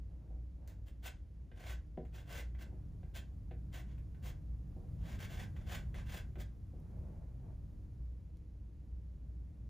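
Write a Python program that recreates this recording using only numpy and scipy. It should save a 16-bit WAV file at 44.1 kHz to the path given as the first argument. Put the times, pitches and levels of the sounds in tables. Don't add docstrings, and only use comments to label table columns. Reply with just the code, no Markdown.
import sys
import numpy as np
from scipy import signal
from scipy.fft import rfft, irfft, next_fast_len
from scipy.io import wavfile
from scipy.ndimage import map_coordinates

SR = 44100
rng = np.random.default_rng(int(sys.argv[2]) if len(sys.argv) > 2 else 0)


def wav_out(sig):
    wavfile.write(sys.argv[1], SR, np.round(np.clip(np.atleast_2d(sig).T, -1, 1) * 32767).astype(np.int16))


N = 427329

# f/Hz, level/dB
FIZZ = [(1500, -24), (4000, 1), (5500, -3.5), (8000, 1.5), (11000, -8.5), (15000, 4), (16000, -2.5)]


def amp(db):
    return 10 ** (np.asarray(db) / 20)


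def unit(x):
    return x / np.sqrt(np.mean(x ** 2) + 1e-20)


def along(points, hz):
    f, v = np.transpose(points)
    return np.interp(np.log(hz + 1), np.log(f + 1), v)


def fade(points):
    return amp(np.interp(np.arange(N) / SR, *np.transpose(points)))


def wobble(rate):
    return map_coordinates(rng.standard_normal(int(N * rate / SR) + 4), [np.arange(N) * rate / SR])


def filtered(x, response):
    n = x.shape[-1]
    m = next_fast_len(n + SR // 2)
    return irfft(rfft(x, m) * response(np.fft.rfftfreq(m, 1 / SR)), m)[..., :n]


def noise(colour):
    # f/Hz, likeness (1 = the same)
    likeness = [(60, .99), (130, 0.93), (300, 0.79), (700, 0.7), (1400, 0.37), (2300, 0.94), (5000, 0.99),
                (15000, 0.89)]
    angle = lambda hz: np.arccos(np.clip(along(likeness, hz), -1, 1)) / 2
    shares = lambda hz: np.array([np.cos(angle(hz)), np.sin(angle(hz))])
    mid, side = filtered(rng.standard_normal((2, N)), lambda hz: colour(hz) * shares(hz))
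    return unit(np.array([mid + side, mid - side]))


def shaped(points):
    return noise(lambda hz: amp(along(points, hz)))


def add(track, s, sound):
    part = track[round(s * SR):][:len(sound)]
    part += sound[:len(part)]


def resonances(table, hz):
    return sum(amp(db) ** 2 / (1 + (2 * (hz - centre) / width) ** 2) for centre, width, db in table)


def room_air():
    # f/Hz, level/dB
    tone = [(12, -69), (20, -35), (39, -4), (63, -3), (123, -15), (177, -25), (301, -26), (422, -35),
            (513, -36), (825, -48), (1300, -52), (2000, -53), (3500, -58.5), (6540, -61.5), (12100, -67.5),
            (14300, -68), (16000, -81)]
    return amp(-53.5) * shaped(tone)


def machine_hum(waver_db=3.0):
    # f/Hz, level/dB
    tones = [(59.3, -50), (120, -72), (301, -76), (476, -97)]
    # t/s, level/dB
    swell = [(0, 2), (1.4, -6), (2.4, 3.5), (3.2, -2.5), (3.8, 4), (5, 0.5), (6, -0.5), (6.8, -3.5),
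             (9.69, 0)]
    t = np.arange(N) / SR
    hum = np.zeros(N)
    for hz, db in tones:
        level = amp(db + waver_db * wobble(7)) * np.sqrt(2)
        hum += level * np.sin(2 * np.pi * hz * t + 0.78 * wobble(5))
    return fade(swell) * hum


def far_rumble():
    # f/Hz, level/dB
    tone = [(12, -66.5), (20, -18), (43, -3), (63, 0), (100, -2), (123, -7), (158, -7), (300, -26.5),
            (600, -36.5), (1200, -46.5), (3000, -60.5)]
    # t/s, level/dB
    swell = [(0, -54.5), (1.4, -56.5), (2.2, -53.5), (2.8, -49.5), (3.3, -50), (4.2, -48), (4.6, -49),
             (5.05, -44), (6.1, -45), (6.5, -50.5), (7.05, -46.5), (7.3, -50), (7.7, -49), (8.4, -55),
             (9.69, -52.5)]
    return fade(swell) * shaped(tone)


def room_echo(x, echo_db=-5, spread=0.11):
    # f/Hz, time to fade by 60 dB/s
    ring_times = [(200, 0.33), (900, 0.24), (1650, 0.29), (3000, 0.21), (6000, 0.24), (15000, 0.092)]
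    hz, t, spectrum = signal.stft(rng.standard_normal((2, SR // 2)), SR, nperseg=256)
    decay = amp(-60 * t / along(ring_times, hz)[:, None])
    mid, side = signal.istft(spectrum * decay, SR, nperseg=256)[1]
    tail = np.array([mid + spread * side, mid - spread * side]) / np.linalg.norm(mid)
    tail = np.pad(tail, ((0, 0), (SR // 250, 0)))
    return x + amp(echo_db) * signal.fftconvolve(x, tail, axes=1)[:, :N]


def hand_rubs(uneven_db=2):
    # t/s, length/s, level/dB
    rubs = [(0.07, 0.33, -72), (0.552, 0.26, -69), (2.56, 0.26, -68), (4.696, 0.25, -72),
            (6.694, 0.74, -66.5), (7.386, 0.18, -68)]
    # f/Hz, level/dB
    tone = [(90, -14), (220, -1), (380, -3), (560, -3.5), (850, -9), (1200, -20), (2500, -34), (6000, -70)]
    level = np.zeros(N)
    for s, length, db in rubs:
        add(level, s, amp(db) * np.hanning(int(length * SR)) ** 0.41)
    return level * amp(uneven_db * wobble(35)) * shaped(tone)


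def board_ring(t, softness):
    # f/Hz, level/dB, time to fade by 60 dB/s
    tones = [(156.8, -0.5, 0.36), (245.6, 4, 0.11), (291.3, -7, 0.18), (321, -6, 0.38), (369, -4.5, 0.16),
             (471.4, -3, 0.13), (520, -1.5, 0.082), (622, -3.5, 0.1), (703, -3.5, 0.12), (758, -1, 0.07),
             (995, -16, 0.1)]
    ring = np.zeros(len(t))
    for hz, db, t60 in tones:
        level = amp(db + rng.normal(0, 1) - 60 * t / t60) / np.hypot(1, hz * softness) ** 2
        ring += level * np.sin(2 * np.pi * (hz * t + rng.random()))
    return ring * (1 - np.exp(-t / 0.0007))


def hand_knocks():
    # t/s, level/dB, softness of the contact/s
    bumps = [(.305, -64, .0002), (.36, -66, 0.00074), (1.975, -44, 0.00041), (2.727, -55.5, 0.0022),
             (4.765, -56.5, 0.0013), (4.809, -63.5, .0009), (6.371, -44, 0.004), (6.733, -61, 0.00073),
             (7.169, -78, 0.00045)]
    track, t = np.zeros(N), np.arange(SR // 2) / SR
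    for s, db, softness in bumps:
        add(track, s, amp(db) * board_ring(t, softness))
    return track


def grain_snaps(fade_s=0.0052):
    # t/s, level/dB, lower edge f/Hz
    snaps = [(.6763, -57, 4000), (4.1465, -70, 10000), (6.8, -64, 8500), (8.371, -66, 2780)]
    track, t = np.zeros(N), np.arange(SR // 20) / SR
    for s, db, edge_hz in snaps:
        treble = lambda hz: hz ** 4 / (hz ** 4 + edge_hz ** 4) / np.sqrt(hz + edge_hz)
        snap = unit(filtered(rng.standard_normal(len(t)), treble))
        add(track, s, amp(db - 60 * t / fade_s) * snap)
    return track


def scrape_colour(hz, ring_db=5):
    # f/Hz, level/dB
    rasp = [(150, -8), (350, 0), (600, 4.5), (850, 0), (1300, -3.5), (1700, 1), (3300, -6.5), (4100, -9),
            (7000, -11), (10000, -15.5), (16000, -49)]
    # f/Hz, width/Hz, level/dB
    peaks = [(730, 27, 6), (1047, 89, -3.5), (1530, 76, 2.5), (1660, 34, 0), (1780, 41, -4.5),
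             (1937, 69, -3.5), (2080, 270, -3), (2680, 62, -10), (2800, 25, -5)]
    ringing = amp(ring_db) ** 2 * resonances(peaks, hz) * hz / (hz + 500)
    return np.sqrt(amp(along(rasp, hz)) ** 2 + ringing)


def stick_touches(tick_db=7.0, edge_db=-6, thud_db=-8.5, fade_s=0.076, attack_s=0.0004, dull_hz=3750):
    # t/s, level/dB, hardness/dB
    landings = [(0.675, -72, 16.5), (1.515, -68, -11.5), (1.9733, -70, -7), (2.051, -74, 3),
                (2.5476, -69.5, -7), (3.031, -73, -16), (3.5101, -66, -20), (3.98, -73.5, 3),
                (4.146, -74, -3), (5.564, -66.5, 0), (5.943, -61, 4), (6.355, -65, -5)]
    tick, edge, thud = np.zeros((3, N))
    t = np.arange(SR // 2) / SR
    crunch = amp(-60 * t / fade_s) * (1 - np.exp(-t / attack_s))
    for s, db, hard_db in landings:
        add(tick, s, amp(db + tick_db) * crunch)
        add(edge, s, amp(db + edge_db + hard_db) * crunch)
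        add(thud, s, amp(db + thud_db - 0.92 * hard_db) * board_ring(t, softness=0.00022))
    dull = lambda hz: scrape_colour(hz) / np.hypot(1, (hz / dull_hz) ** 7)
    return tick * noise(dull) + edge * shaped(FIZZ) + thud


def crumbs(per_second=180):
    cracks = (rng.random(N) < per_second / SR) * rng.standard_normal(N)
    return unit(filtered(cracks, lambda hz: amp(along(FIZZ, hz))))


def pastel_strokes(weight_hz=1090, bite_hz=2380, paper_top_hz=3700, crumb_db=-6.5):
    # fizz/dB, papery rasp/dB, weight on the board/dB
    strokes = [(0.665, 0.11, -74, .3, -5, -14, -6), (0.845, 0.069, -71.5, 0.6, -1, -4, 5.5),
               (1.015, 0.093, -56, 0.6, -1.5, -4.5, 1.5), (1.536, 0.19, -64.5, 0.39, -12, -10.5, 2.5),
               (1.611, .16, -57, 0.63, -8, -7, 1), (2.115, 0.15, -63, 0.29, -7.5, -7.5, 4),
               (2.238, .21, -53.5, 0.66, -6.5, -7.5, 1.5), (2.576, 0.08, -61.5, 0.49, -5.5, -7, 2),
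               (3.133, 0.08, -57, 0.51, -0.5, -3, 1), (3.712, .135, -59.8, 0.29, -5.5, -7.5, 1),
               (3.832, 0.16, -75, 0.43, -23, -10, 4), (4.214, .12, -60, 0.42, -2.5, -6, 4),
               (4.968, .22, -61, 0.8, -8, -8.5, 5), (5.174, 0.13, -55.5, 0.33, -8, -7.5, -2),
               (5.256, 0.15, -59.5, 0.52, -6, -5, 5), (5.345, .14, -56, 0.38, -11.5, -12, 2.5),
               (5.551, .13, -69.5, 0.12, -21, -8, 5.5), (5.645, .18, -52.5, 0.46, -7, -7, 0),
               (5.93, 0.12, -60.5, 0.33, -16, -7.5, 3.5), (6.031, .2, -56, 0.59, -5.5, -7.5, 1),
               (6.376, 0.063, -59, 0.57, -4.5, -8.5, 3)]
    # f/Hz, width/Hz, level/dB
    paper_peaks = [(2716, 150, -2), (2885, 100, -6.5), (3170, 160, -0.5), (3460, 310, -2)]
    weight, rasp, bite, paper, fizz = np.zeros((5, N))
    for s, length, db, rise, fizz_db, paper_db, weight_db in strokes:
        progress = np.arange(int(length * SR)) / SR / length
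        speed = np.sin(np.interp(progress, [0, np.clip(rise, .05, .95), 1], [0, np.pi / 2, np.pi]))
        effort = np.abs(speed) ** 3.54
        bright_effort = effort ** 1.22
        add(weight, s, amp(db + weight_db) ** 2 * effort)
        add(rasp, s, amp(db) ** 2 * effort)
        add(paper, s, amp(db + paper_db) ** 2 * effort)
        add(bite, s, amp(db) ** 2 * bright_effort)
        add(fizz, s, amp(db + fizz_db) ** 2 * bright_effort)
    grip = amp(1.12 * wobble(700) + 2.0 * wobble(130) + 0.68 * wobble(35))
    scrape = noise(scrape_colour)
    body = filtered(scrape, lambda hz: 1 / (1 + (hz / bite_hz) ** 4))
    low = filtered(body, lambda hz: 1 / (1 + (hz / weight_hz) ** 6))
    papery = noise(lambda hz: np.sqrt(resonances(paper_peaks, hz)) / np.hypot(1, (hz / paper_top_hz) ** 8))
    crackle = shaped(FIZZ) + amp(crumb_db) * crumbs()
    scraping = np.sqrt(weight) * low + np.sqrt(rasp) * (body - low) + np.sqrt(bite) * (scrape - body)
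    return grip * (scraping + np.sqrt(paper) * papery + np.sqrt(fizz) * crackle)


def scene():
    drawing = pastel_strokes() + stick_touches() + grain_snaps() + hand_knocks() + hand_rubs()
    return room_echo(drawing) + machine_hum() + room_air() + far_rumble()


def record(dry, top_hz=15750):
    # f/Hz, phase/radians
    left_lead = [(2000, 0), (3200, .45), (5000, 0), (6900, 0), (8500, -3.1), (9800, -6.2), (10500, -6.4),
                 (12100, -9.4), (13900, -12.4), (15900, -15.7)]
    shift = lambda hz: along(left_lead, hz) / 2
    return filtered(dry, lambda hz: np.exp(1j * np.array([shift(hz), -shift(hz)])) * (hz < top_hz))


dry = scene()
out = record(dry)
wav_out(out)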